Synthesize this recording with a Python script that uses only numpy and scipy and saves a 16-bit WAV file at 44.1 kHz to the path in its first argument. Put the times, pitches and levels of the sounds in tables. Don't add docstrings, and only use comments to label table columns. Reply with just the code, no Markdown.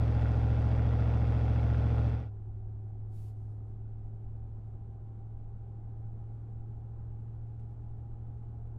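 import sys
import numpy as np
from scipy import signal
from scipy.fft import rfft, irfft, next_fast_len
from scipy.io import wavfile

SR = 44100
rng = np.random.default_rng(int(sys.argv[2]) if len(sys.argv) > 2 else 0)


def dump(signal):
    limited = np.clip(np.atleast_2d(signal).T, -1, 1)
    pcm = np.round(limited * 32767).astype(np.int16)
    wavfile.write(sys.argv[1], SR, pcm)


def gain_from_decibels(decibels):
    exponent = np.asarray(decibels, float) / 20
    return 10 ** exponent


N = 387198
TIME = np.arange(N) / SR


def in_time(rows):
    seconds, values = np.transpose(rows)
    return np.interp(TIME, seconds, values)


def rms_one(x):
    return x / np.sqrt(np.mean(x ** 2) + 1e-20)


def drift(rate, count=None):
    points = rng.standard_normal(int(N / SR * 60) + 9)
    memory = np.exp(-2 * np.pi * rate / 60)
    slow = signal.lfilter([1], [1, -memory], points)
    return np.interp(TIME[:count] * 60, np.arange(len(slow)), rms_one(slow))


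def resonance(hz, centre, width, lift_db):
    return lift_db / (1 + (2 * (hz - centre) / width) ** 2)


def noise(spectrum, rings=()):
    size = next_fast_len(N)
    hz = np.arange(1, size // 2 + 2) * SR / size
    points = np.array(spectrum, float)
    db = np.interp(np.log(hz), np.log(points[:, 0]), points[:, 1], left=-200, right=-200)
    for centre, width, lift_db in rings:
        db = db + resonance(hz, centre, width, lift_db)
    shaped = rfft(rng.standard_normal(size)) * gain_from_decibels(db)
    return irfft(shaped, size)[:N] * np.sqrt(SR / 2)


def bank_phase(k):
    right_bank = [0, 1, 1, 0, 1, 0, 0, 1]
    cylinder_db = [0, -3, -3.3, 4.5, 0, 4, 0, 2]
    boom_start, right_lead = .746, .082
    pulse_turn = .044
    at = boom_start + np.arange(8) / 8 - right_lead * np.array(right_bank)
    pulses = gain_from_decibels(np.array(cylinder_db)) * np.exp(-2j * np.pi * (k * at - pulse_turn))
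    echoes = np.clip((k - 11) / 10, 0, 1) * rng.uniform(-np.pi, np.pi)
    return np.angle(np.sum(pulses)) + echoes


def orders(table, cycles, wobble_db, count):
    out = np.zeros(N)
    for k, level_db in table:
        waver = gain_from_decibels(level_db + wobble_db * np.sqrt(k / 8) * drift(4.0, count=count))
        out[:count] += waver * np.cos(2 * np.pi * k * cycles[:count] + bank_phase(k))
    return out


def tail_orders():
    # (multiple of the cycle rate, level [dB])
    low_orders = [(1, -19), (2, -27), (3, -23), (4, -30), (5, -1), (6, -24), (7, -13), (8, 0), (9, -15),
                  (10, -19), (11, -16), (12, -31), (13, -21), (14, -21), (15, -23), (16, -28), (17, -18),
                  (18, -26), (19, -23), (20, -23), (21, -27), (22, -34), (23, -25), (24, -32)]
    # (multiple of the cycle rate, level [dB])
    pipe_response = [(25, -39), (28, -40), (29, -30), (45, -35), (55, -37), (58, -33.5), (60, -37),
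                     (62, -43)]
    k = np.arange(25, 63)
    first, last = 29, 52
    depth = 4.5 * (k >= first) * np.clip((last - k) / (last - first), 0, 1)
    comb = depth * np.cos(2 * np.pi * (k - 29.7) / 3.75)
    high_db = np.interp(k, *np.transpose(pipe_response)) + comb
    return low_orders + list(zip(k, high_db))


def puffs(cycles, sharpness, scatter_db):
    puff_db = [-0.42, 0.7, 0.34, -2.9, -1.3, 0.91, 0.8, -0.99]
    firing = (cycles - .02) * 8 + .5
    index = np.floor(firing).astype(int) + 8
    scatter = scatter_db * rng.standard_normal(1200)[index]
    strength = gain_from_decibels(np.array(puff_db)[index % 8] + scatter)
    return strength * (.5 - .5 * np.cos(2 * np.pi * firing)) ** sharpness


def tailpipes():
    # (time [s], four-stroke cycle rate [Hz])
    tail_speed = [(0, 14.155), (2.4, 14.236)]
    # (frequency [Hz], density [dB per Hz])
    flow_colour = [(9, -56.5), (15, -59), (24, -63), (40, -74), (55, -74), (90, -66.5), (150, -74.5),
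                   (250, -78), (360, -83.5), (440, -73.5), (600, -77), (810, -74.5), (950, -83),
                   (1100, -86)]
    # (frequency [Hz], density [dB per Hz])
    rasp_colour = [(750, -105), (950, -86), (1200, -84), (1700, -89), (2300, -92), (2750, -93), (3100, -98),
                   (3600, -100), (3900, -112)]
    # (frequency [Hz], density [dB per Hz])
    hiss_colour = [(3200, -116), (3800, -103), (4500, -106), (5100, -105), (5700, -110), (6400, -112),
                   (7100, -116), (8000, -119), (9000, -121), (11000, -123), (11900, -125), (12600, -131),
                   (13000, -145), (16000, -150)]
    # (frequency [Hz], width [Hz], lift [dB])
    pipe_rings = [(1410, 110, 7), (1915, 60, 4), (2200, 150, 2), (3390, 350, 5), (4100, 300, 2),
                  (4730, 200, 5), (5500, 250, 3), (2660, 80, 3), (2900, 200, -3), (5993, 40, 7),
                  (6795, 25, 8), (7925, 20, 13), (8050, 40, 7), (8838, 50, 5)]
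    cycles = np.cumsum(in_time(tail_speed)) / SR + .006
    boom = gain_from_decibels(-26.9) * orders(tail_orders(), cycles, wobble_db=.25, count=int(2.4 * SR))
    flow = puffs(cycles, sharpness=1.6, scatter_db=2.5)
    spit = puffs(cycles, sharpness=1.3, scatter_db=3.5)
    low = noise(flow_colour) * rms_one(1 + .6 * flow)
    rasp = noise(rasp_colour, pipe_rings) * rms_one(1 + .95 * flow) * gain_from_decibels(.5 * drift(6))
    hiss = noise(hiss_colour, pipe_rings) * rms_one(1 + .65 * spit)
    return boom + low + rasp + hiss


def engine_hum(speed, cycles):
    # (time [s], level [dB])
    load = [(2.35, -42), (3.5, -41.5), (4.1, -43), (5.4, -45.5), (6.0, -43), (7.3, -43), (8.0, -44.5),
            (8.78, -43)]
    # (multiple of the cycle rate, level [dB])
    weak_orders = [(7, -67), (9, -64), (10, -76), (11, -71.5), (14, -70), (15, -78.5), (16, -73),
                   (23, -78.5),
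                   (6, -67), (17, -75), (20.7, -74), (24.4, -79), (28, -78), (29.6, -79), (31, -80),
                        (32.6, -82), (49.4, -84), (53.8, -85), (57.4, -84)]
    hum = gain_from_decibels(in_time(load)) * orders([(8, 3.5)], cycles, wobble_db=.6, count=N)
    throb_db = -52.5 + 6 * np.abs(speed - 13.3)
    throb = gain_from_decibels(throb_db) * orders([(5, 1.0)], cycles, wobble_db=1.6, count=N)
    weak = gain_from_decibels(3.0) * orders(weak_orders, cycles, wobble_db=1.5, count=N)
    return hum + throb + weak


def body_rumble():
    # (frequency [Hz], density [dB per Hz])
    rumble_colour = [(7, -9.5), (18, -1), (30, -7), (50, -12), (70, -11.5), (92, -17.5), (130, -20.5),
                     (170, -26)]
    return gain_from_decibels(-47 + drift(1.7)) * rms_one(noise(rumble_colour))


def whine(hz):
    turns = np.cumsum(hz + 6 * drift(8)) / SR
    return rms_one(gain_from_decibels(2.5 * drift(9)) * np.cos(2 * np.pi * turns))


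def accessory_whine(speed, above_mean):
    # (frequency [Hz], width [Hz], lift [dB])
    overtone_mode = (797, 30, 5)
    hz, overtone_hz = 28.85 * speed, 58.2 * speed
    first_db = -72 - 7 * above_mean
    second_db = -76 + resonance(overtone_hz, *overtone_mode)
    return gain_from_decibels(first_db) * whine(hz) + gain_from_decibels(second_db) * whine(overtone_hz)


def cab_wash(above_mean):
    # (frequency [Hz], density [dB per Hz])
    wash_colour = [(79, -32.5), (135, -1), (173, -3.5), (201, -4), (328, -6), (356, -2.5), (386, -8),
                   (548, -15), (806, -12), (938, -20.5), (1500, -28), (2200, -46), (2860, -71),
                   (4840, -120)]
    # (frequency [Hz], width [Hz], lift [dB])
    cab_rings = [(210, 25, 3), (345, 50, -2.5), (645, 60, -3.5), (955, 50, -3), (1000, 40, 3),
                 (1170, 90, -3), (1250, 60, 2)]
    # (frequency [Hz], density [dB per Hz])
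    air_colour = [(1500, -130), (2000, -120), (3000, -123.5), (4200, -129), (5200, -134), (7000, -132),
                  (9700, -134), (9900, -155), (16000, -160)]
    wash_db = -60.5 + 2 * above_mean + .5 * drift(1.9)
    wash = gain_from_decibels(wash_db) * rms_one(noise(wash_colour, cab_rings))
    air_db = .5 * drift(4) + .3 * (TIME - 5.5)
    return wash + noise(air_colour, [(7660, 300, 3)]) * gain_from_decibels(air_db)


def strokes(rows):
    total = np.zeros(N)
    for start, attack, hold, release, db in rows:
        corners = np.cumsum([start, attack, hold, release])
        total += gain_from_decibels(db) * np.interp(TIME, corners, [0, 1, 1, 0]) ** 1.5
    return total


def cloth():
    # (start [s], attack [s], hold [s], release [s], level [dB])
    slides = [
        (3.075, .09, .12, .075, -75.5),
    ]
    # (start [s], attack [s], hold [s], release [s], level [dB])
    rustles = [
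        (3.31, .05, .17, .12, -91),
        (3.6, .08, .04, .04, -94),
        (4.12, .02, .01, .02, -93),
        (7.594, .003, .008, .015, -87),
        (7.67, .03, .04, .03, -96),
    ]
    # (frequency [Hz], density [dB per Hz])
    cloth_colour = [(1200, -7), (2500, -2), (6000, -3), (10000, -1.5), (13000, -4), (16000, -12.5)]
    # (frequency [Hz], density [dB per Hz])
    rustle_colour = [(2000, -10), (4000, 0), (11800, 0), (12200, -40)]
    slide = strokes(slides) * rms_one(noise(cloth_colour))
    return slide + strokes(rustles) * rms_one(noise(rustle_colour))


def trim_tick():
    # (time [s], level [dB], frequency [Hz])
    tick = (7.597, -61, 2300)
    start, level_db, hz = tick
    after = np.maximum(TIME - start, 0)
    return gain_from_decibels(level_db - 60 * after / .002) * np.sin(2 * np.pi * hz * after)


def cab():
    # (time [s], four-stroke cycle rate [Hz])
    cab_speed = [(2.0, 12.98), (2.6, 13.09), (3.8, 13.31), (4.4, 13.47), (5.3, 13.59), (5.9, 13.72),
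                 (6.5, 13.885), (7.7, 14.04), (8.78, 14.145)]
    speed = in_time(cab_speed)
    cycles = np.cumsum(speed) / SR
    above_mean = speed - 13.6
    engine = engine_hum(speed, cycles) + body_rumble() + accessory_whine(speed, above_mean)
    return engine + cab_wash(above_mean) + cloth() + trim_tick()


def scene():
    # (start [s], end [s])
    crossfade = (2.058, 2.31)
    start, end = crossfade
    inside = np.clip((TIME - start) / (end - start), 0, 1)
    mix = (1 - inside) * tailpipes() + inside * cab()
    return mix[None]


def roll_off(x):
    return signal.sosfilt(signal.butter(12, 15750, fs=SR, output="sos"), x)


def record(dry):
    return roll_off(dry)


dry = scene()
out = record(dry)
dump(out)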